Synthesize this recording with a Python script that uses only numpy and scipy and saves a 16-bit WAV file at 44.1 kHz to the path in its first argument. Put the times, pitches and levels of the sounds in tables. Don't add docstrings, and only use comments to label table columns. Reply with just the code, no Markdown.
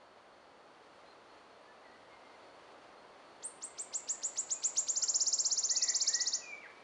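import sys
import numpy as np
from scipy import signal
from scipy.fft import rfft, irfft, next_fast_len
from scipy.io import wavfile
from scipy.ndimage import uniform_filter1d

SR = 44100
rng = np.random.default_rng(int(sys.argv[2]) if len(sys.argv) > 2 else 0)


def linear_from_db(decibels):
    return 10 ** (np.asarray(decibels, float) / 20)


def pcm_store(signal):
    levels = np.round(np.clip(np.atleast_2d(signal), -1, 1) * 32767)
    wavfile.write(sys.argv[1], SR, levels.astype(np.int16).T)


N = 301203
KNEE_HZ = 5500


def at_hz(points, hz, column=1):
    table = np.array(points)
    return np.interp(np.log(hz), np.log(table[:, 0]), table[:, column])


def rms_one(x):
    return x / np.sqrt(np.mean(x ** 2) + 1e-20)


def drift(rate):
    r = np.exp(-80 * np.pi * rate / SR)
    slow = signal.lfilter([1], [1, -2 * r, r * r], rng.standard_normal(N // 40 + 2002))[2000:]
    return np.interp(np.arange(N) / 40, np.arange(len(slow)), rms_one(slow))


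def add(out, rows, overtones=None, throat_db=0, round_s=0.0028):
    s, hz, db = np.array(sorted(rows)).T
    at = np.arange(int(s[0] * SR), min(int(s[-1] * SR), N))
    size = max(int(round_s * SR), 1)
    pitch = uniform_filter1d(np.interp(at / SR, s, hz), size, mode="nearest")
    level = uniform_filter1d(np.interp(at / SR, s, db), size, mode="nearest")
    phase = 2 * np.pi * np.cumsum(pitch) / SR
    wave = np.sin(phase)
    if overtones:
        second = linear_from_db(throat_db + at_hz(overtones, pitch))
        third = linear_from_db(throat_db + at_hz(overtones, pitch, column=2))
        wave += second * np.sin(2 * phase)
        wave += third * np.sin(3 * phase) * (3 * pitch < .45 * SR)
    fade = np.clip(np.minimum(at - at[0], at[-1] - at) / size, 0, 1)
    out[at] += linear_from_db(level) * fade * wave


def shifted(shape, s, hz_scale, db, stretch=1, depth=1):
    return [(s + stretch * ms / 1000, hz_scale * hz, db + depth * under) for ms, hz, under in shape]


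def climb(shape, s, ms, top_hz, db, early_db):
    return [(s + at * ms / 1000, KNEE_HZ + up * (top_hz - KNEE_HZ), db + under + early_db * (1 - at))
            for at, up, under in shape]


# time in ms, share of the climb, level in dB under the peak.
CHIRP_BEND = [(0.0, 0.0, -3.5), (3, .24, -4.5), (8, 0.51, -1)]
# share of the time left, level in dB under the peak.
CHIRP_CLIMB = [(.3, 2.5), (.7, .5), (1.0, -3)]


def bent(ms):
    bend_ms, bend, _ = CHIRP_BEND[-1]
    start = [(at / ms, up, db) for at, up, db in CHIRP_BEND]
    rest = [((bend_ms + at * (ms - bend_ms)) / ms, bend + at * (1 - bend), db) for at, db in CHIRP_CLIMB]
    return start + rest


# time in ms, share of the start pitch, level in dB.
FLICK = [(-2, 1.005, -25), (0, 1, -3), (2, .975, 0), (5.5, .88, -4), (8.5, .8, -14), (18, .5, -18),
         (20, .45, -40)]


def flick(out, s, ms, top_hz):
    db = -48.5 - 3.5 * max(30.3 - ms, 0)
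    start_hz = 3530 + .75 * top_hz
    add(out, shifted(FLICK, s + .0315, start_hz, db), round_s=.0015)


# time of the knee in seconds, ms to the top, top in Hz, peak in dB.
CHIRPS = [(3.432, 30, 9020, -35.5), (3.6246, 28.4, 8540, -36), (3.787, 29.6, 8370, -35),
          (3.941, 29.7, 8060, -31), (4.0904, 29.8, 7900, -30), (4.235, 36.6, 7890, -32),
          (4.3762, 29.6, 7790, -30), (4.5076, 28, 7730, -30.5), (4.6397, 30, 7800, -28),
          (4.7729, 27.7, 7600, -26), (4.8862, 25, 7550, -27.5)]
# time in ms, share of the way from foot to knee, level in dB under the peak.
CHIRP_RUN_UP = [(-21, .02, -48), (-17, 0.031, -31), (-13, .14, -30.5), (-8, .3, -20), (-6.5, 0.52, -15),
                (-2, .64, -12), (-2, .78, -6)]
# time in ms, share of the top pitch, level in dB under the peak.
CHIRP_DROP = [(3.5, .99, -5.5), (7, .935, -13), (11, .87, -32)]
# pitch in Hz, second overtone in dB, third in dB.
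OVERTONES = [(1900, 9, -30), (2200, 10, -25), (2700, 6, -20), (3270, -1, -17), (4200, -11, -34),
             (5070, -18, -52), (6230, -46, -64)]


def chirps(out):
    for s, ms, top_hz, db in CHIRPS:
        cold = np.exp((CHIRPS[0][0] - s) / .35)
        stretch, depth = 1 + cold * (0.44 - 1), 1 + cold * (0.28 - 1)
        foot_hz, early_db = 1950 + cold * (3010 - 1950), cold * -10.5
        lead = shifted(CHIRP_RUN_UP, s, KNEE_HZ - foot_hz, db + early_db, stretch, depth)
        run_up = [(t, foot_hz + hz, level) for t, hz, level in lead]
        body = climb(bent(ms), s, ms, top_hz, db, early_db)
        fall = shifted(CHIRP_DROP, s + ms / 1000, top_hz, db)
        add(out, run_up + body + fall, OVERTONES, 9.1 * (depth - 1))
        flick(out, s, ms, top_hz)


# time of the knee in seconds, ms to the top, top in Hz, peak in dB, run-up stretch.
TRILL = [(4.9655, 16, 7380, -28, .8), (5.0276, 14, 7450, -26.5, .9), (5.0875, 16, 7440, -26.5, 1.0),
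         (5.1488, 16, 7330, -26, 0.78), (5.2099, 16, 7310, -25.5, .9), (5.2714, 16, 7340, -26.5, 1.0),
         (5.333, 13, 7460, -26, 1), (5.393, 16, 7500, -26.5, 1.05), (5.4561, 15.5, 7420, -26.5, 1.2),
         (5.5185, 15.5, 7240, -27, 1.7), (5.5802, 16, 7270, -28, 1.7), (5.6404, 18.7, 7160, -28.5, 1.4),
         (5.703, 19, 7330, -26, 1.2), (5.7669, 13, 7140, -26, 1.4), (5.8271, 15.5, 7290, -26.5, 1.2),
         (5.89, 14, 7290, -27, 1.5), (5.9534, 15, 7350, -27, 1.3), (6.016, 13, 7310, -26.5, 1.4),
         (6.0804, 14, 7350, -25.5, 1.3), (6.145, 14, 7270, -27.5, 1.4), (6.2112, 13, 7140, -29, 1.7),
         (6.2751, 13, 7190, -29.5, 1.7), (6.3393, 17, 7090, -29.5, 1.6)]
# time in ms, pitch in Hz, level in dB under the early peak.
TRILL_RUN_UP = [(-16, 3480, -39.5), (-12, 3800, -22), (-8, 4250, -9.5), (-5, 4650, -7), (-3, 5160, 0.5)]
# share of the time, share of the climb, level in dB under the peak.
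TRILL_CLIMB = [(0.0, 0.0, -0.33), (.35, 0.47, -0.16), (.75, .83, 0.97), (1.0, 1.0, -1)]
FIRST_CLIMB = [(0.0, 0.13, -2.5), (.25, .43, 0.33), (.55, .68, 1.2), (1.0, 1.0, 1.2)]
# time in ms, share of the top pitch, level in dB under the late peak.
TRILL_DROP = [(2.5, 1, -4.5), (5, 0.92, -8), (8, .9, -8), (11, .85, -31)]
# pitch in Hz, second overtone in dB, third in dB.
TRILL_OVERTONES = [(3600, -21, -76), (4260, -22.5, -61.5), (4760, -30.5, -61), (5950, -59.5, -60)]


def trill(out):
    break_ms = -5
    for s, ms, top_hz, db, stretch in TRILL:
        tired = (s - TRILL[0][0]) / (TRILL[-1][0] - TRILL[0][0])
        depth = 1.27 + tired * (.8 - 1.27)
        early_db = -3 + tired * (4 - -3)
        late_peak_db = db - early_db / 2
        lead = [(at + (stretch - 1) * min(at - break_ms, 0), hz, under) for at, hz, under in TRILL_RUN_UP]
        run_up = shifted(lead, s, 0.99, db + early_db / 2, depth=depth if tired else 1.1)
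        body = climb(TRILL_CLIMB if tired else FIRST_CLIMB, s, ms, top_hz, late_peak_db, early_db)
        fall = shifted(TRILL_DROP, s + ms / 1000, top_hz, late_peak_db)
        throat_db = 8 * (depth - 1) + rng.normal(0, 2.5)
        add(out, run_up + body + fall, TRILL_OVERTONES, throat_db)


def warbler():
    out = np.zeros(N)
    chirps(out)
    trill(out)
    return out * linear_from_db(0.5 + 0.96 * drift(160))


# start in seconds, peak in dB.
SNAP = [
    (5.0353, -42.5),
]
# pitch in Hz, level in dB, seconds to fade by 60 dB.
SNAP_MODES = [(1416, 1.5, .03), (1950, -2, .022), (2450, -4, .02), (2950, -1.5, .02), (3350, -3, .018)]


def twig():
    out, t = np.zeros(N), np.arange(2000) / SR
    for s, db in SNAP:
        ring = sum(linear_from_db(d - 60 * t / t60) * np.sin(2 * np.pi * hz * t) for hz, d, t60 in SNAP_MODES)
        start = int(s * SR)
        out[start:start + len(t)] += linear_from_db(db) * ring * (1 - np.exp(-t / 0.0015))
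    return out


# pitch in Hz, seconds to fade by 60 dB, scatter level in dB.
FOREST = [(1500, 0.93, 4.5), (3000, 0.74, 5.5), (4580, 0.55, 5.5), (5900, 0.53, 4.5), (7710, 0.55, 2.7),
          (9090, 0.46, 4.5), (10500, 0.29, 0.2)]


def scatter(onset_s, near_db, stretch):
    t = np.arange(SR) / SR
    edges, tail = 1000 * 2 ** np.arange(0, 3.7, 1 / 3), 0
    echoes = rng.standard_normal(SR) * linear_from_db(3 * rng.standard_normal(SR))
    for low, high in zip(edges, edges[1:]):
        band = signal.sosfilt(signal.butter(2, [low, high], "band", fs=SR, output="sos"), echoes)
        middle_hz = np.sqrt(low * high)
        t60 = stretch * at_hz(FOREST, middle_hz)
        band = band * linear_from_db(at_hz(FOREST, middle_hz, column=2))
        tail = tail + band * (linear_from_db(-60 * t / t60) + linear_from_db(near_db - 60 * t / 0.11))
    tail = tail * (1 - np.exp(-t / onset_s))
    return tail / np.sqrt(np.sum(tail ** 2))


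def forest(x, onset_s, near_db, stretch):
    aims = np.array([linear_from_db(6 * drift(2.5)) for _ in range(3)])
    aims = aims / np.sqrt(np.sum(aims ** 2, axis=0))
    return sum(signal.fftconvolve(x * aim, scatter(onset_s, near_db, stretch))[:N] for aim in aims)


# share of its length, share of the pitch change, level in dB under the peak.
SLIDE = [(0.0, 0.0, -6), (.4, .5, 0.0), (.8, .88, -1.5), (1.0, 1.0, -6)]


def slides(rows):
    return [[(s + at * length, hz + up * (end_hz - hz), db + under) for at, up, under in SLIDE]
            for s, length, hz, end_hz, db in rows]


def whistles(notes, flutter_db):
    out = np.zeros(N)
    for rows in notes:
        add(out, rows, round_s=0.0022)
    return np.sqrt(2) * out * linear_from_db(flutter_db * drift(70))


# time in seconds, pitch in Hz, level in dB.
THRUSH_RISE = [(6.075, 1545, -58), (6.085, 1687, -50.5), (6.1, 1830, -52), (6.15, 1884, -48.5),
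               (6.173, 1938, -40), (6.21, 1950, -42.5), (6.228, 2080, -52)]
THRUSH_FALL = [(6.41, 2680, -62.5), (6.431, 2527, -46), (6.454, 2425, -53), (6.499, 2410, -44.5),
               (6.532, 2297, -41.5), (6.57, 2268, -56.5), (6.615, 2284, -53)]
# start in seconds, length in seconds, start in Hz, end in Hz, peak in dB.
THRUSH = [
    (5.706, 0.05, 1835, 2040, -49.5),
    (5.77, .02, 2500, 2640, -56),
    (5.79, .03, 2620, 2510, -51.5),
    (6.036, 0.021, 2450, 2050, -47.5),
    (6.627, .026, 2280, 1854, -45.5),
    (6.655, 0.0096, 1840, 1540, -44),
    (6.612, 0.02, 2920, 2430, -57),
    (6.652, .03, 2450, 1890, -56),
]
# time in seconds, lowest pitch in Hz, peak in dB.
BURR = [(5.819, 1922, -48.5), (5.842, 1900, -47.5), (5.861, 1956, -49), (5.882, 1876, -47.5),
        (5.899, 1892, -45.5), (5.919, 1928, -46)]
# time in ms, share of the lowest pitch, level in dB.
DIP = [(-13.5, 1.144, -29), (-9.5, 1.2, -4), (-3, 1.01, 2), (4, 0.96, 6.5), (2.5, 1.05, 4.5),
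       (6.5, 1.1, -1), (12, 1.3, -39)]


def thrush():
    burr = np.zeros(N)
    for s, hz, db in BURR:
        add(burr, shifted(DIP, s, hz, db), round_s=.0015)
    return whistles([THRUSH_RISE, THRUSH_FALL] + slides(THRUSH), flutter_db=1.0) + burr


# start in seconds, length in seconds, start in Hz, end in Hz, peak in dB.
FAR_LOW = [(1.66, .07, 1710, 1760, -66), (1.99, .07, 1900, 1870, -70), (1.83, .075, 2090, 1860, -65),
           (1.89, .09, 1860, 2020, -67), (2.095, .09, 2170, 2090, -65), (2.23, .07, 2110, 2100, -64),
           (2.31, .06, 2120, 2070, -67), (3.41, .03, 2130, 2020, -67), (3.66, .08, 2110, 2060, -68),
           (3.915, .04, 2100, 2110, -65), (4.085, .08, 1805, 1805, -62), (4.2, .06, 2080, 2020, -70),
           (4.3, .07, 2100, 1950, -66.5), (4.64, .05, 2150, 2030, -68)]
FAR_MID = [(3.75, .08, 2200, 2330, -69), (3.83, .09, 2330, 2270, -70), (3.95, .09, 2660, 2690, -71),
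           (3.98, .1, 2230, 2250, -70), (4.53, .08, 2430, 2510, -64.5), (4.62, .08, 2520, 2490, -66),
           (4.66, .1, 2400, 2150, -68), (4.76, .04, 2400, 2450, -70)]
FAR_HIGH = [(1.055, .07, 4150, 4140, -67), (1.26, .11, 4250, 4290, -76), (1.48, .07, 4260, 4240, -78),
            (1.53, .07, 3540, 3510, -78), (1.83, .11, 4230, 4290, -75), (2.96, .05, 4200, 4180, -73),
            (3.24, .04, 4300, 4520, -74), (3.28, .06, 4520, 4250, -73)]


def far_birds():
    return whistles(slides(FAR_LOW + FAR_MID + FAR_HIGH), flutter_db=2.5)


def hiss(spectrum, low_hz, high_hz, patchy_db):
    size = next_fast_len(N)
    hz = np.maximum(np.arange(size // 2 + 1) * SR / size, 1)
    colour = linear_from_db(at_hz(spectrum, hz))
    inside = np.sum(colour[(hz > low_hz) & (hz < high_hz)] ** 2)
    noise = irfft(rfft(rng.standard_normal(size)) * colour, size)[:N]
    return noise * np.sqrt(size / 2 / inside) * linear_from_db(patchy_db * drift(3))


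# pitch in Hz, level in dB per Hz.
HISS_LOW = [(12, -63.5), (20, -31.5), (54, -16), (162, -13), (313, -4.5), (404, -3), (573, 0), (1280, -4.5),
            (1600, -10.5), (2080, -26), (3520, -120)]
HISS_HIGH = [(940, -40.5), (1600, -2), (2020, 0), (2300, -3), (3080, -4.5), (4090, -7.5), (4430, -6.5),
             (5130, -12.5), (5880, -14), (7800, -20), (8950, -19.5), (11000, -26), (14400, -68.5),
             (22000, -120)]
# time in seconds, level in dB.
SWELL = [(0.0, -60), (0.64, -60), (1.0, -59), (2.0, -59), (2.4, -57.5), (4.5, -57.5), (6.83, -58)]


def wind():
    t = np.arange(N) / SR
    low = hiss(HISS_LOW, low_hz=200, high_hz=1600, patchy_db=0.07)
    high = hiss(HISS_HIGH, low_hz=2714, high_hz=3670, patchy_db=0.5)
    high = linear_from_db(-15 + 0.22 * t) * high
    return linear_from_db(np.interp(t, *np.transpose(SWELL))) * (low + high)


# pitch in Hz, width in Hz, level in dB.
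INSECTS = [(4350, 84, -81.5), (4550, 63, -87.5)]


def insects():
    out = 0
    for hz, width, db in INSECTS:
        edges = [hz - width / 2, hz + width / 2]
        band = signal.sosfilt(signal.butter(2, edges, "band", fs=SR, output="sos"), rng.standard_normal(N))
        out = out + linear_from_db(db + 2 * drift(4.8)) * rms_one(band)
    return out


def scene():
    near = warbler() + twig()
    far = thrush()
    peeps = far_birds()
    near = near + linear_from_db(-9.0) * forest(near, onset_s=0.0045, near_db=7.5, stretch=0.96)
    far = linear_from_db(-5) * far + linear_from_db(-8.5) * forest(far, onset_s=.005, near_db=8, stretch=0.96)
    peeps = linear_from_db(-1.5) * peeps + linear_from_db(-8) * forest(peeps, onset_s=.02, near_db=-10, stretch=.7)
    return (near + far + peeps + wind() + insects())[None]


def low_pass(x):
    return signal.sosfilt(signal.butter(12, 11200, fs=SR, output="sos"), x)


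def record(dry):
    notch_hz, width_hz, depth = 7930, 150, 0.87
    band = signal.lfilter(*signal.iirpeak(notch_hz, notch_hz / width_hz, fs=SR), dry)
    dull = signal.sosfilt(signal.butter(10, 10480, fs=SR, output="sos"), dry - depth * band)
    return low_pass(dull)


dry = scene()
out = record(dry)
pcm_store(out)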